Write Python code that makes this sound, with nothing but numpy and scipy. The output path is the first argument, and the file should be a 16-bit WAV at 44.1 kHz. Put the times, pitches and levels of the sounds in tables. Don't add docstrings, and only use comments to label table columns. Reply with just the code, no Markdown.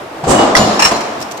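import sys
import numpy as np
from scipy import signal
from scipy.fft import rfft, irfft, next_fast_len
from scipy.io import wavfile
from scipy.ndimage import map_coordinates

SR = 44100
rng = np.random.default_rng(int(sys.argv[2]) if len(sys.argv) > 2 else 0)


def how_loud(loudness_db):
    steps = np.asarray(loudness_db, float) / 20
    return 10 ** steps


def to_wav(sig):
    pcm = np.clip(np.atleast_2d(sig), -1, 1) * 32767
    pcm = np.round(pcm).astype(np.int16)
    wavfile.write(sys.argv[1], SR, pcm.T)


N = 61739

RING_WET_DB = -22


def unit(x):
    return x / np.sqrt(np.mean(x ** 2) + 1e-20)


def along(points, hz):
    f, v = np.transpose(points)
    return np.interp(np.log(hz + 1), np.log(f + 1), v)


def filtered(x, response):
    size = next_fast_len(x.shape[-1] + 8192)
    spectrum = rfft(x, size) * response(np.fft.rfftfreq(size, 1 / SR))
    return irfft(spectrum, size)[..., :x.shape[-1]]


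def wobble(rate):
    return map_coordinates(rng.standard_normal(1000), [np.arange(N) * rate / SR])


def spread(pair, gain_db=lambda hz: 0 * hz):
    # frequency in Hz, left-right correlation (1 = identical).
    alike = [(100, 1), (300, 0.95), (700, 0.46), (1500, 0.01), (8000, 0.027)]

    def mid_side_gains(hz):
        turn = np.arccos(np.clip(along(alike, hz), -1, 1)) / 2
        return how_loud(gain_db(hz)) * [np.cos(turn), np.sin(turn)]

    mid, side = filtered(pair, mid_side_gains)
    return np.array([mid + side, mid - side])


def rush(gain_db):
    return unit(spread(rng.standard_normal((2, N)), gain_db))


def swell(start, rise, t60):
    t = np.maximum(np.arange(N) / SR - start, 0)
    return (1 - np.exp(-t / rise)) * how_loud(-60 * t / t60)


def gate(start, length, edge):
    t = np.arange(N) / SR - start
    return np.clip(np.minimum(t, length - t) / edge + .5, 0, 1)


def sides(pan_db):
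    return how_loud([[pan_db / 2], [-pan_db / 2]])


def ears():
    start, way, slip = rng.random(3)
    half_gap = np.sign(way - .5) * (np.pi / 4 + .5 * (slip - .5))
    return 2 * np.pi * start + half_gap * np.array([[1], [-1]])


def hall(x, wet_db):
    # frequency in Hz, t60 in seconds.
    hall_t60 = [(60, 0.23), (150, 0.84), (300, 1.38), (1000, 2), (4000, 1.43), (12000, 0.81)]
    hz, t, z = signal.stft(rng.standard_normal((2, SR * 3 // 2)), SR, nperseg=256)
    decay = how_loud(-60 * t / along(hall_t60, hz)[:, None])
    tail = spread(signal.istft(z * decay, SR, nperseg=256)[1])
    tail = tail / np.linalg.norm(tail[0])
    late = np.pad(x.mean(axis=0), (round(.008 * SR), 0))[None]
    return x + how_loud(wet_db) * signal.fftconvolve(late, tail, axes=1)[:, :N]


def single_rings(rows, t60):
    t, rise = np.arange(N) / SR, .003
    rings = sum(how_loud(db) * swell(s, rise, t60) * np.sin(2 * np.pi * hz * t + ears()) for s, hz, db in rows)
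    return hall(rings, RING_WET_DB)


def blows(rows, colour, modes, wet_db):
    rattle_db, rattle_rad, rattle_per_s = 3, 1.0, 130
    scatter_db = 2
    out, t = 0, np.arange(N) / SR
    chatter = [(rattle_db * wobble(rattle_per_s), rattle_rad * wobble(rattle_per_s)) for _ in modes]
    for s, crack_db, t60, ring_db, pan_db, rise, tilt in rows:
        crack = how_loud(crack_db) * swell(s, rise, t60) * rush(lambda hz: along(colour, hz))
        ring = 0
        for (hz, db, decay), (shake_db, shake) in zip(modes, chatter):
            level_db = db + tilt * np.log2(hz / 2000) + scatter_db * rng.standard_normal() + shake_db
            tone = np.sin(2 * np.pi * hz * t + ears() + shake)
            ring = ring + how_loud(level_db) * swell(s, rise, decay) * tone
        out = out + hall(crack * sides(pan_db), wet_db)
        out = out + hall(how_loud(ring_db) * ring * sides(pan_db), RING_WET_DB)
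    return out


def shop():
    # frequency in Hz, relative level in dB per Hz.
    rumble_colour = [(12, -69), (20, -33), (128, -10), (224, -8), (295, -4.5), (424, -3.5), (575, -5),
                     (642, 0), (780, -3), (1320, -9.5), (1700, -13), (15200, -40)]
    level_db = -27 + .8 * wobble(12)
    return how_loud(level_db) * rush(lambda hz: along(rumble_colour, hz))


def air():
    # time in seconds, level in dB before flutter and panning.
    blast = [(0.225, -65), (0.241, -38), (0.261, -45.5), (0.296, -17), (0.483, -38.5), (0.543, -54)]
    # frequency in Hz, relative level in dB per Hz.
    hiss_colour = [(1470, -10), (2500, -10), (4440, -13), (4680, -8.5), (5320, -8.5), (7940, 0.5),
                   (10700, -20), (12300, -23.5), (15200, -25)]
    s, db = np.transpose(blast)
    flutter_db = 1.5 * wobble(150)
    level_db = np.interp(np.arange(N) / SR, s, db, left=-120, right=-120) + flutter_db
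    return hall(how_loud(level_db) * rush(lambda hz: along(hiss_colour, hz)) * sides(-7.5), -10.5)


def thuds():
    # start in seconds, frequency in Hz, level in dB, t60 in seconds.
    pushes = [(0.233, 157, -16, 0.16), (.238, 770, -8.5, 0.07), (.246, 683, -18, 0.11),
              (0.269, 95, -14, 0.18), (0.295, 62, -16, 0.15), (0.562, 70.6, -25, 0.14),
              (.59, 115.6, -14.5, 0.3), (0.593, 209, -11, 0.48), (0.849, 77.12, -13.5, 0.042)]
    t = np.arange(N) / SR
    push = 0
    for s, hz, db, t60 in pushes:
        tone = np.sin(2 * np.pi * hz * (t - s) + .5 * wobble(30.04))
        push = push + how_loud(db) * swell(s, 0.0025, t60) * tone
    return hall(np.array([push, push]), -9)


def lift(peaks, hz):
    return sum(db / (1 + ((hz - centre) / width) ** 2) for centre, width, db in peaks)


def frame():
    # start in seconds, level in dB, rise time constant in seconds,
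    # t60 in seconds, tilt in dB per octave about 500 Hz.
    jolts = [(0.237, -13.5, 0.0051, 0.18, 2), (0.266, -5, 0.012, 0.41, -1.5), (0.295, -4.5, 0.018, 0.56, 1),
             (0.378, -3.5, 0.015, 0.34, 1.5), (.43, -14, 0.01, 0.95, 1.5), (0.562, -6.5, 0.0038, 0.15, 3),
             (0.593, -4.5, 0.011, 0.23, -2.5), (0.659, -17, 0.02, 1, 2.5), (0.847, -17.5, 0.0076, 0.15, -5),
             (0.908, -4, 0.017, 0.15, 0)]
    # frequency in Hz, relative level in dB per Hz.
    frame_colour = [(15, -52), (25, -25), (188, -8.5), (565, -7), (620, -4), (1520, -19.5), (2690, -26),
                    (2880, -22), (3090, -25.5), (6000, -33), (7800, -35.5), (13200, -120)]
    # centre in Hz, half width in Hz, lift in dB.
    frame_peaks = [(209, 30, -2), (250, 50, 6), (532, 48, 3.5), (610, 30, -1.5), (720, 61, 3.5),
                   (1180, 190, 6.5)]
    out = 0
    for s, db, rise, t60, tilt in jolts:
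        def gain_db(hz):
            return along(frame_colour, hz) + lift(frame_peaks, hz) + tilt * np.log2((hz + 20) / 500)
        out = out + hall(how_loud(db) * swell(s, rise, t60) * rush(gain_db), -0.5)
    return out


def squeals():
    # start in seconds, length in seconds, frequency in Hz,
    # level in dB before wavering, fade in dB per second.
    slides = [(.357, .018, 2915, -20, 0), (.383, .064, 2911, -17, 90), (.596, .06, 2909, -21, 25),
              (.583, .08, 6963, -17, 108), (.618, .035, 4250, -29, 0), (.955, .026, 6870, -34, 0)]
    t = np.arange(N) / SR
    tones = 0
    for s, length, hz, db, fade_db in slides:
        level_db = db + 1.2 * wobble(65.5) - fade_db * (t - s)
        tone = np.sin(2 * np.pi * hz * t + ears() + 0.17 * wobble(54.5))
        tones = tones + how_loud(level_db) * gate(s, length, .006) * tone
    return hall(tones, -10)


def stamps():
    # start in seconds, crack level in dB, crack t60 in seconds, ring gain in dB,
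    # pan in dB, rise time constant in seconds, ring tilt in dB per octave about 2000 Hz.
    strikes = [(.551, -8.5, 0.036, 1.5, -1, 0.0016, -2.5), (.565, -3, 0.13, -15, -0.5, 0.0014, 1)]
    # frequency in Hz, relative level in dB per Hz.
    crack_colour = [(350, -7), (600, -10), (1230, -4.5), (2880, -16.5), (3210, -10.5), (4620, -10.5),
                    (5010, -11), (5440, -5), (5900, -14.5), (6310, -11.5), (15200, -37.5)]
    # frequency in Hz, relative level in dB, t60 in seconds.
    die_modes = [(1250, -4, .035), (1560, -3, .035), (1900, 2, .035), (2050, -4, .03), (3400, -14, .05),
                 (4600, -10, .04), (5250, -14, .1), (5430, -8, .07), (6400, -11, .05), (8550, -19, .05),
                 (10910, -20, .14)]
    return blows(strikes, crack_colour, die_modes, 0)


def jingle():
    loose_hz = [2090, 2560, 4120, 5200, 5330, 5630, 6850]
    # time in seconds, highest level of a knock in dB.
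    strength = [(.57, -23), (0.701, -25), (.85, -23), (.95, -16), (1.079, -35)]
    count, t60, detune_share = 60, .08, .012
    s, db = np.transpose(strength)
    when, which, detune, size = rng.random((count, 4)).T
    when = s[0] + (s[-1] - s[0]) * (np.arange(count) + when) / count
    mode = np.array(loose_hz)[(which * len(loose_hz)).astype(int)]
    hz = mode * (1 + detune_share * (2 * detune - 1))
    level_db = np.interp(when, s, db) - 8 * size
    return single_rings(zip(when, hz, level_db), t60)


def clanks():
    # start in seconds, crack level in dB, crack t60 in seconds, ring gain in dB,
    # pan in dB, rise time constant in seconds, ring tilt in dB per octave about 2000 Hz.
    knocks = [(.735, -24, 0.27, -22, 5, 0.013, -1), (.792, -9.5, 0.25, -4.5, 2, 0.0053, -3.5),
              (.8215, -6.5, 0.082, -3, -0.5, 0.0011, -0.5), (.841, -7.5, 0.14, -10, 2.5, 0.0037, 2),
              (.848, -6, 0.16, -3.5, -1.5, 0.0032, -1.5), (.866, -13, 0.12, -8, 4, 0.034, 4),
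              (.91, -12.5, 0.12, -20, 1.5, 0.0033, -14.5), (.955, -17.5, 0.087, -25.5, 7, .005, -16),
              (1.006, -13, 0.054, -28, -1, 0.0049, 0)]
    # frequency in Hz, relative level in dB per Hz.
    clank_colour = [(350, -54), (600, -52), (841, -5.5), (1280, -5.5), (2770, -12), (3400, -17),
                    (5440, -14), (8380, -20), (8850, -27), (13800, -34.5), (15200, -35)]
    # frequency in Hz, relative level in dB, t60 in seconds.
    plate_modes = [(850, -7, .07), (1015, -2, .07), (1745, -1, .06), (2450, -6, .05), (2620, -5, .07),
                   (2790, -5, .07), (2912, -8, .08), (4120, -14, .13), (5330, -3, .08), (5455, 2, .06),
                   (6070, -9, .05), (6702, -10, .12), (8120, -15, .13), (8253, -13, .15)]
    return blows(knocks, clank_colour, plate_modes, -6)


def scrapes():
    # start in seconds, length in seconds, level in dB before graininess, pan in dB.
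    strokes = [(1.201, 0.0058, -30, -2), (1.212, 0.021, -27, 1.5), (1.309, 0.018, -31, 0),
               (1.371, 0.011, -32.5, -2)]
    # frequency in Hz, relative level in dB per Hz.
    scrape_colour = [(1470, -28), (2500, -9), (4610, -8.5), (5610, -7), (8500, -11), (9100, -18.5),
                     (15200, -20)]
    stroke = sum(how_loud(db) * gate(s, length, 0.0069) * sides(pan_db) for s, length, db, pan_db in strokes)
    grain = how_loud(2.7 * wobble(280))
    return hall(stroke * grain * rush(lambda hz: along(scrape_colour, hz)), -6)


def pings():
    # start in seconds, frequency in Hz, level in dB.
    part_pings = [(1.214, 4940, -21), (1.222, 5520, -20), (1.315, 6150, -24), (1.372, 6450, -27)]
    return single_rings(part_pings, .055)


def scene():
    engaging = air() + thuds() + frame() + squeals()
    striking = stamps() + jingle() + clanks()
    removing = scrapes() + pings()
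    return shop() + engaging + striking + removing


def roll_off(x):
    return signal.sosfilt(signal.butter(12, 15350, fs=SR, output="sos"), x)


def record(dry):
    ceiling, knee = 1.09, 12
    x = filtered(dry, lambda hz: hz < 15400)
    x = x / (1 + np.abs(x / ceiling) ** knee) ** (1 / knee)
    return roll_off(x)


dry = scene()
out = record(dry)
to_wav(out)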